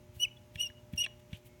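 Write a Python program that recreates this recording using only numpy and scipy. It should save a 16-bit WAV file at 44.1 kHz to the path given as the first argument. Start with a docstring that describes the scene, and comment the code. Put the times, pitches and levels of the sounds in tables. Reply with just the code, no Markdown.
"""Squeaky pulley on a workbench

Close up, a hand turns a pulley wheel in four short pushes, each starting with a soft bump.
On the first three the dry bearing sticks and slips in a gritty squeak near 2.9 kHz.
Play in the axle ticks and rings the frame, fingers brush the wheel, and mains hum fills the small room."""
import sys
import numpy as np
from scipy import signal
from scipy.fft import rfft, irfft
from scipy.io import wavfile
from scipy.ndimage import uniform_filter1d

SR = 44100
rng = np.random.default_rng(int(sys.argv[2]) if len(sys.argv) > 2 else 0)


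def int16_out(signal):
    """Quantize to a 16-bit WAV file."""
    q = np.round(np.clip(np.atleast_2d(signal).T, -1, 1) * 32767)
    wavfile.write(sys.argv[1], SR, q.astype(np.int16))


N = 70560
TIME = np.arange(N) / SR

# one contour per squeak, its upper overtones taken before the metal colours them:
# (time [s], pitch [Hz], fundamental [dB], octave [dB], upper overtones [dB], friction hiss [dB])
SQUEAK_CONTOURS = [
    [(0.193, 2811, -64, -75, -75, -66), (0.202, 2844, -37, -48, -56, -54),
     (0.209, 2901, -39, -47, -49, -60), (0.218, 2936, -33, -46, -48, -57),
     (0.227, 2946, -29, -36, -43, -53), (0.238, 2964, -25, -34, -57, -59),
     (0.241, 2948, -26, -38, -65, -61), (0.245, 2885, -31, -57, -54, -63),
     (0.248, 2772, -31, -51, -53, -62), (0.25, 2709, -29, -55, -53, -62), (0.254, 2553, -31, -59, -68, -61),
     (0.257, 2487, -45, -57, -70, -66)],
    [(0.572, 2699, -65, -77, -81, -73), (0.594, 2793, -38, -61, -70, -65),
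     (0.599, 2838, -38, -43, -55, -60), (0.611, 2896, -28, -50, -42, -57),
     (0.615, 2920, -32, -41, -42, -58), (0.622, 2919, -49, -39, -45, -61), (0.63, 2924, -35, -41, -52, -60),
     (0.637, 2934, -33, -43, -49, -64), (0.642, 2928, -37, -56, -51, -67),
     (0.646, 2864, -36, -45, -57, -67), (0.655, 2825, -40, -56, -56, -68),
     (0.663, 2840, -38, -47, -59, -67), (0.672, 2769, -46, -44, -64, -65),
     (0.682, 2784, -57, -72, -78, -74)],
    [(0.972, 2813, -61, -75, -74, -66), (0.979, 2828, -38, -36, -54, -61),
     (0.982, 2820, -34, -34, -45, -60), (0.989, 2775, -32, -42, -47, -56),
     (0.994, 2789, -33, -43, -46, -61), (1.005, 2883, -31, -36, -45, -63),
     (1.021, 2894, -32, -36, -47, -64), (1.03, 2887, -37, -50, -57, -66), (1.036, 2925, -48, -54, -60, -67),
     (1.04, 2842, -33, -46, -59, -66), (1.046, 2796, -32, -55, -51, -66), (1.051, 2724, -36, -52, -55, -70),
     (1.054, 2653, -35, -63, -71, -72), (1.057, 2457, -52, -66, -76, -73)],
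]
# the metal passes upper overtones best near its resonances: (frequency [Hz], gain [dB])
METAL_RESPONSE = [(7400, 5), (8250, -3), (8750, -2), (9900, -18), (11150, -3.5), (11800, -8), (13200, -32),
                  (14100, -20), (14700, -17), (17000, -28)]
# colour of the friction hiss: (frequency [Hz], relative density [dB])
FRICTION_COLOUR = [(2200, -7.5), (3300, -8), (4500, -6.5), (7000, -11.5), (9700, -2), (13000, 0.5),
                   (17000, 0.5)]
# the bearing grinding under load: (centre [s], half length [s], level [dB])
GRIND_SWELLS = [(0.212, 0.0048, -77), (0.596, 0.015, -54.5), (0.636, 0.03, -57.5), (1.011, 0.02, -52),
                (1.045, 0.0081, -43), (1.35, 0.011, -56)]
# colour of the grinding: (frequency [Hz], relative density [dB])
GRIND_COLOUR = [(1500, -26.5), (2300, -10), (2900, 0.5), (3350, -2), (3900, -18), (4700, -26),
                (6500, -24.5), (9000, -27), (16000, -62)]
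# faint bearing notes between pushes: (centre [s], half length [s], pitch [Hz], level [dB])
WHISPER_NOTES = [(0.257, 0.0024, 2240, -45.5), (0.281, 0.0024, 2800, -51), (0.283, 0.0034, 2340, -59),
                 (0.373, 0.0038, 3387, -58.5), (0.781, 0.015, 2900, -65), (1.53, 0.069, 2175, -75)]
# the hand bumping the frame: (time [s], peak level [dB], half width [s])
HAND_BUMPS = [(.097, -46.5, 0.0025), (0.171, -43, 0.0024), (0.273, -49.5, 0.0039), (0.56, -37, 0.0021),
              (0.703, -48, 0.0027), (0.836, -51.5, 0.0024), (.937, -29.5, 0.0015), (0.95, -36.5, 0.0025),
              (0.993, -49, 0.0037), (1.162, -55.5, 0.0025), (1.298, -47, 0.0016), (1.333, -31, 0.0019),
              (1.46, -54, 0.0028)]
# ticks of play in the axle: (time [s], level [dB], grit decay [s], low edge [Hz], high edge [Hz])
AXLE_TICKS = [(.5568, -43, 0.00067, 1400, 7900), (.6995, -53.5, 0.0022, 1540, 2000),
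              (.9352, -53.5, 0.009, 1330, 7050), (1.062, -38, 0.0038, 406, 5940),
              (1.3304, -46.5, 0.0023, 1320, 5900)]
# ringing modes of wheel and frame: (frequency [Hz], relative level [dB], T60 [s])
FRAME_MODES = [(625, -12, .025), (1060, -16, 0.042), (1340, -20, 0.014), (1665, -6, 0.013),
               (1907, -6, .018), (2260, -4, 0.027), (2570, -3, 0.0097), (2870, -5, 0.02),
               (3360, -2.5, 0.02), (4165, -12.5, 0.016), (5770, -13, .012), (8360, -12, 0.013)]
# fingers sliding on the wheel: (centre [s], half length [s], level [dB], low-pass cutoff [Hz])
FINGER_STROKES = [(0.159, 0.012, -63.5, 13800), (0.221, 0.026, -58.5, 16000), (0.556, 0.009, -61, 9800),
                  (0.676, 0.022, -68, 7900), (0.934, 0.0057, -61, 14000), (0.965, 0.0045, -57, 13400),
                  (1.2, 0.0043, -66, 6000), (1.347, 0.029, -63, 3700), (1.374, 0.0028, -66, 11900),
                  (1.467, 0.012, -61, 16500)]
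# colour of skin on the wheel: (frequency [Hz], relative density [dB])
SKIN_COLOUR = [(1200, -3.5), (3000, 9), (5000, -1.5), (8000, 1), (13000, 6.5), (17000, 7.5)]
# colour of the handling rumble: (frequency [Hz], relative density [dB])
RUMBLE_COLOUR = [(25, -12), (45, -0.5), (70, 7), (110, 4.5), (170, -10), (280, -15), (500, -40.5)]
# partials of the mains hum: (frequency [Hz], rms level [dB])
HUM_PARTIALS = [(120.3, -64.5), (240, -71.5), (360, -68), (600, -65.5), (840, -80), (960, -81.5)]
# colour of the room air: (frequency [Hz], relative density [dB])
AIR_COLOUR = [(150, 5), (240, 5.5), (330, -3.5), (480, -5.5), (800, -8.5), (1400, -13), (2500, -11.5),
              (4500, -19.5), (6600, -17), (8000, -22.5), (12000, -24.5), (17000, -21.5)]


def squeaks(jitter_share=0.0039, jitter_hz=290, flicker_hz=90, skirt_hz=290, edge_s=0.0013):
    """Stick-slip in the bearing: a jittery harmonic tone that arches, then sags as the wheel stops."""
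    out, hiss = np.zeros(N), noise(FRICTION_COLOUR)
    jitter = jitter_share * drift(jitter_hz)
    shimmer = from_db(0.92 * drift(flicker_hz))
    # harmonics 3 to 5 each flicker in level and phase
    flicker = {k: from_db(3 * drift(flicker_hz)) * np.exp(0.16j * drift(jitter_hz)) for k in (3, 4, 5)}
    # uneven slipping spreads a skirt of noise around each partial
    skirt = 1 + from_db(-33) * (drift(skirt_hz) + 1j * drift(skirt_hz)) / np.sqrt(2)
    for contour in SQUEAK_CONTOURS:
        times, *columns = np.transpose(contour)
        hz, base_db, octave_db, upper_db, hiss_db = [np.interp(TIME, times, c) for c in columns]
        gate = np.clip(np.minimum(TIME - times[0], times[-1] - TIME) / edge_s + 1, 0, 1)
        phase = 2 * np.pi * np.cumsum(hz * (1 + jitter)) / SR
        gains = [from_db(base_db - 0.1), from_db(octave_db)]
        for k, flutter in flicker.items():
            metal_db = np.interp(k * hz, *np.transpose(METAL_RESPONSE))
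            gains.append(from_db(upper_db + metal_db) * flutter)
        tone = sum(gain * np.exp(1j * k * phase) for k, gain in enumerate(gains, 1))
        out += gate * (np.sqrt(2) * shimmer * (tone * skirt).imag + from_db(hiss_db) * hiss)
    return out


def grinds():
    """Rough metal slides under load: swells of noise, strongest near the wheel's main resonance."""
    return noise(GRIND_COLOUR) * sum(from_db(db) * swell(at, half) for at, half, db in GRIND_SWELLS)


def whispers(jitter_share=0.0167, jitter_hz=290):
    """The barely moving bearing sings weak, unsteady notes."""
    out = np.zeros(N)
    wobble = 1 + jitter_share * drift(jitter_hz)
    for at, half, hz, db in WHISPER_NOTES:
        phase = 2 * np.pi * np.cumsum(hz * wobble) / SR
        out += from_db(db) * swell(at, half) * np.sqrt(2) * np.sin(phase)
    return out


def bumps(bench_db=-13):
    """Each soft bump of the hand moves the frame once, and the bench booms briefly."""
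    push = sum(from_db(db) * (1 - ((TIME - at) / half) ** 2) * swell(at, half)
               for at, db, half in HAND_BUMPS)
    boom = unit_rms(ring(push, hz=112, t60=0.27))
    return push + from_db(bench_db) * np.std(push) * boom


def ticks(grit_db=-0.5, grit_rise_s=0.00039, crack_db=-18):
    """The loose axle clicks inside a short burst of grit and sets part of the frame's modes ringing."""
    out = np.zeros(N)
    for at, db, decay_s, low_hz, high_hz in AXLE_TICKS:
        envelope = np.exp(-np.maximum((TIME - at) / decay_s, (at - TIME) / grit_rise_s))
        grit = rng.standard_normal(N) * envelope
        force = from_db(grit_db) * grit / np.linalg.norm(grit)
        force[int(at * SR)] += 1   # the click
        body = sum(from_db(mode_db) * (-1) ** k * unit_rms(ring(force, hz, t60))
                   for k, (hz, mode_db, t60) in enumerate(FRAME_MODES))
        band = signal.butter(2, [low_hz, high_hz], "band", fs=SR, output="sos")
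        tick = signal.sosfilt(band, unit_rms(body) + from_db(crack_db) * unit_rms(force))
        loudest_rms = np.sqrt(uniform_filter1d(tick ** 2, size=180).max())   # over 4 ms
        out += from_db(db) * tick / loudest_rms
    return out


def brushes():
    """Skin slides over the wheel in short hisses."""
    hiss = noise(SKIN_COLOUR)
    return sum(from_db(db) * swell(at, half) * unit_rms(lowpass(hiss, hz, order=1))
               for at, half, db, hz in FINGER_STROKES)


def handling_rumble(level_db=-62.5, swing_db=1):
    """The frame rumbles under the hand, low and slightly uneven."""
    return from_db(level_db + swing_db * drift(rate_hz=7.2)) * noise(RUMBLE_COLOUR)


def workshop_reverb(near, send_db=-21, t60=0.36, predelay_s=0.0069):
    """The small room answers with a weak, dull, diffuse tail."""
    tail = rng.standard_normal(N) * (TIME > predelay_s) * np.exp(-np.log(1000) * TIME / t60)
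    wet = signal.fftconvolve(near, tail / np.linalg.norm(tail))[:N]
    return from_db(send_db) * lowpass(wet, hz=4370)


def room_tone(waver_db=1.68, air_db=-64.5):
    """Mains hum, each partial wavering slowly, over a soft bed of air."""
    hum = np.zeros(N)
    for hz, db in HUM_PARTIALS:
        gain = from_db(db + waver_db * drift(rate_hz=1.67))
        hum += gain * np.sqrt(2) * np.sin(2 * np.pi * (hz * TIME + rng.random()))
    return hum + from_db(air_db) * noise(AIR_COLOUR)


def from_db(db):
    """Decibels to gain."""
    return 10 ** (np.asarray(db) / 20)


def unit_rms(x):
    """Scale to an rms of 1."""
    return x / np.sqrt(np.mean(x ** 2) + 1e-20)


def lowpass(x, hz, order=2):
    """Gentle treble roll-off."""
    return signal.sosfilt(signal.butter(order, hz, fs=SR, output="sos"), x)


def drift(rate_hz):
    """Smooth random modulation, rms 1."""
    return unit_rms(lowpass(rng.standard_normal(2 * N), rate_hz)[N:])


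def noise(colour):
    """Steady noise of the given colour, falling away below its lowest point; rms 1."""
    hz, db = np.transpose(colour)
    bin_hz = np.arange(N // 2 + 1) * SR / N + 1
    gain = from_db(np.interp(np.log(bin_hz), np.log(hz), db)) * np.minimum(bin_hz / hz[0], 1) ** 2
    return unit_rms(irfft(rfft(rng.standard_normal(N)) * gain, N))


def swell(centre, half):
    """Bell-shaped envelope."""
    return np.exp(-.5 * ((TIME - centre) / half) ** 2)


def ring(force, hz, t60):
    """One decaying mode, driven by a force."""
    radius, angle = np.exp(-np.log(1000) / (t60 * SR)), 2 * np.pi * hz / SR
    return signal.lfilter([0, np.sin(angle)], [1, -2 * radius * np.cos(angle), radius ** 2], force + 1e-18)


def scene():
    """Wheel and hand up front, the humming room behind; mono."""
    near = squeaks() + grinds() + whispers() + bumps() + ticks() + brushes()
    return (near + workshop_reverb(near) + room_tone() + handling_rumble())[None]


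def record(dry):
    """The microphone drops the deepest bass; the top is cut steeply."""
    low_cut_hz, high_cut_hz = 39, 17200
    thinned = signal.sosfilt(signal.butter(2, low_cut_hz, "high", fs=SR, output="sos"), dry)
    return signal.sosfilt(signal.ellip(12, .1, 70, high_cut_hz, fs=SR, output="sos"), thinned)


dry = scene()
out = record(dry)
int16_out(out)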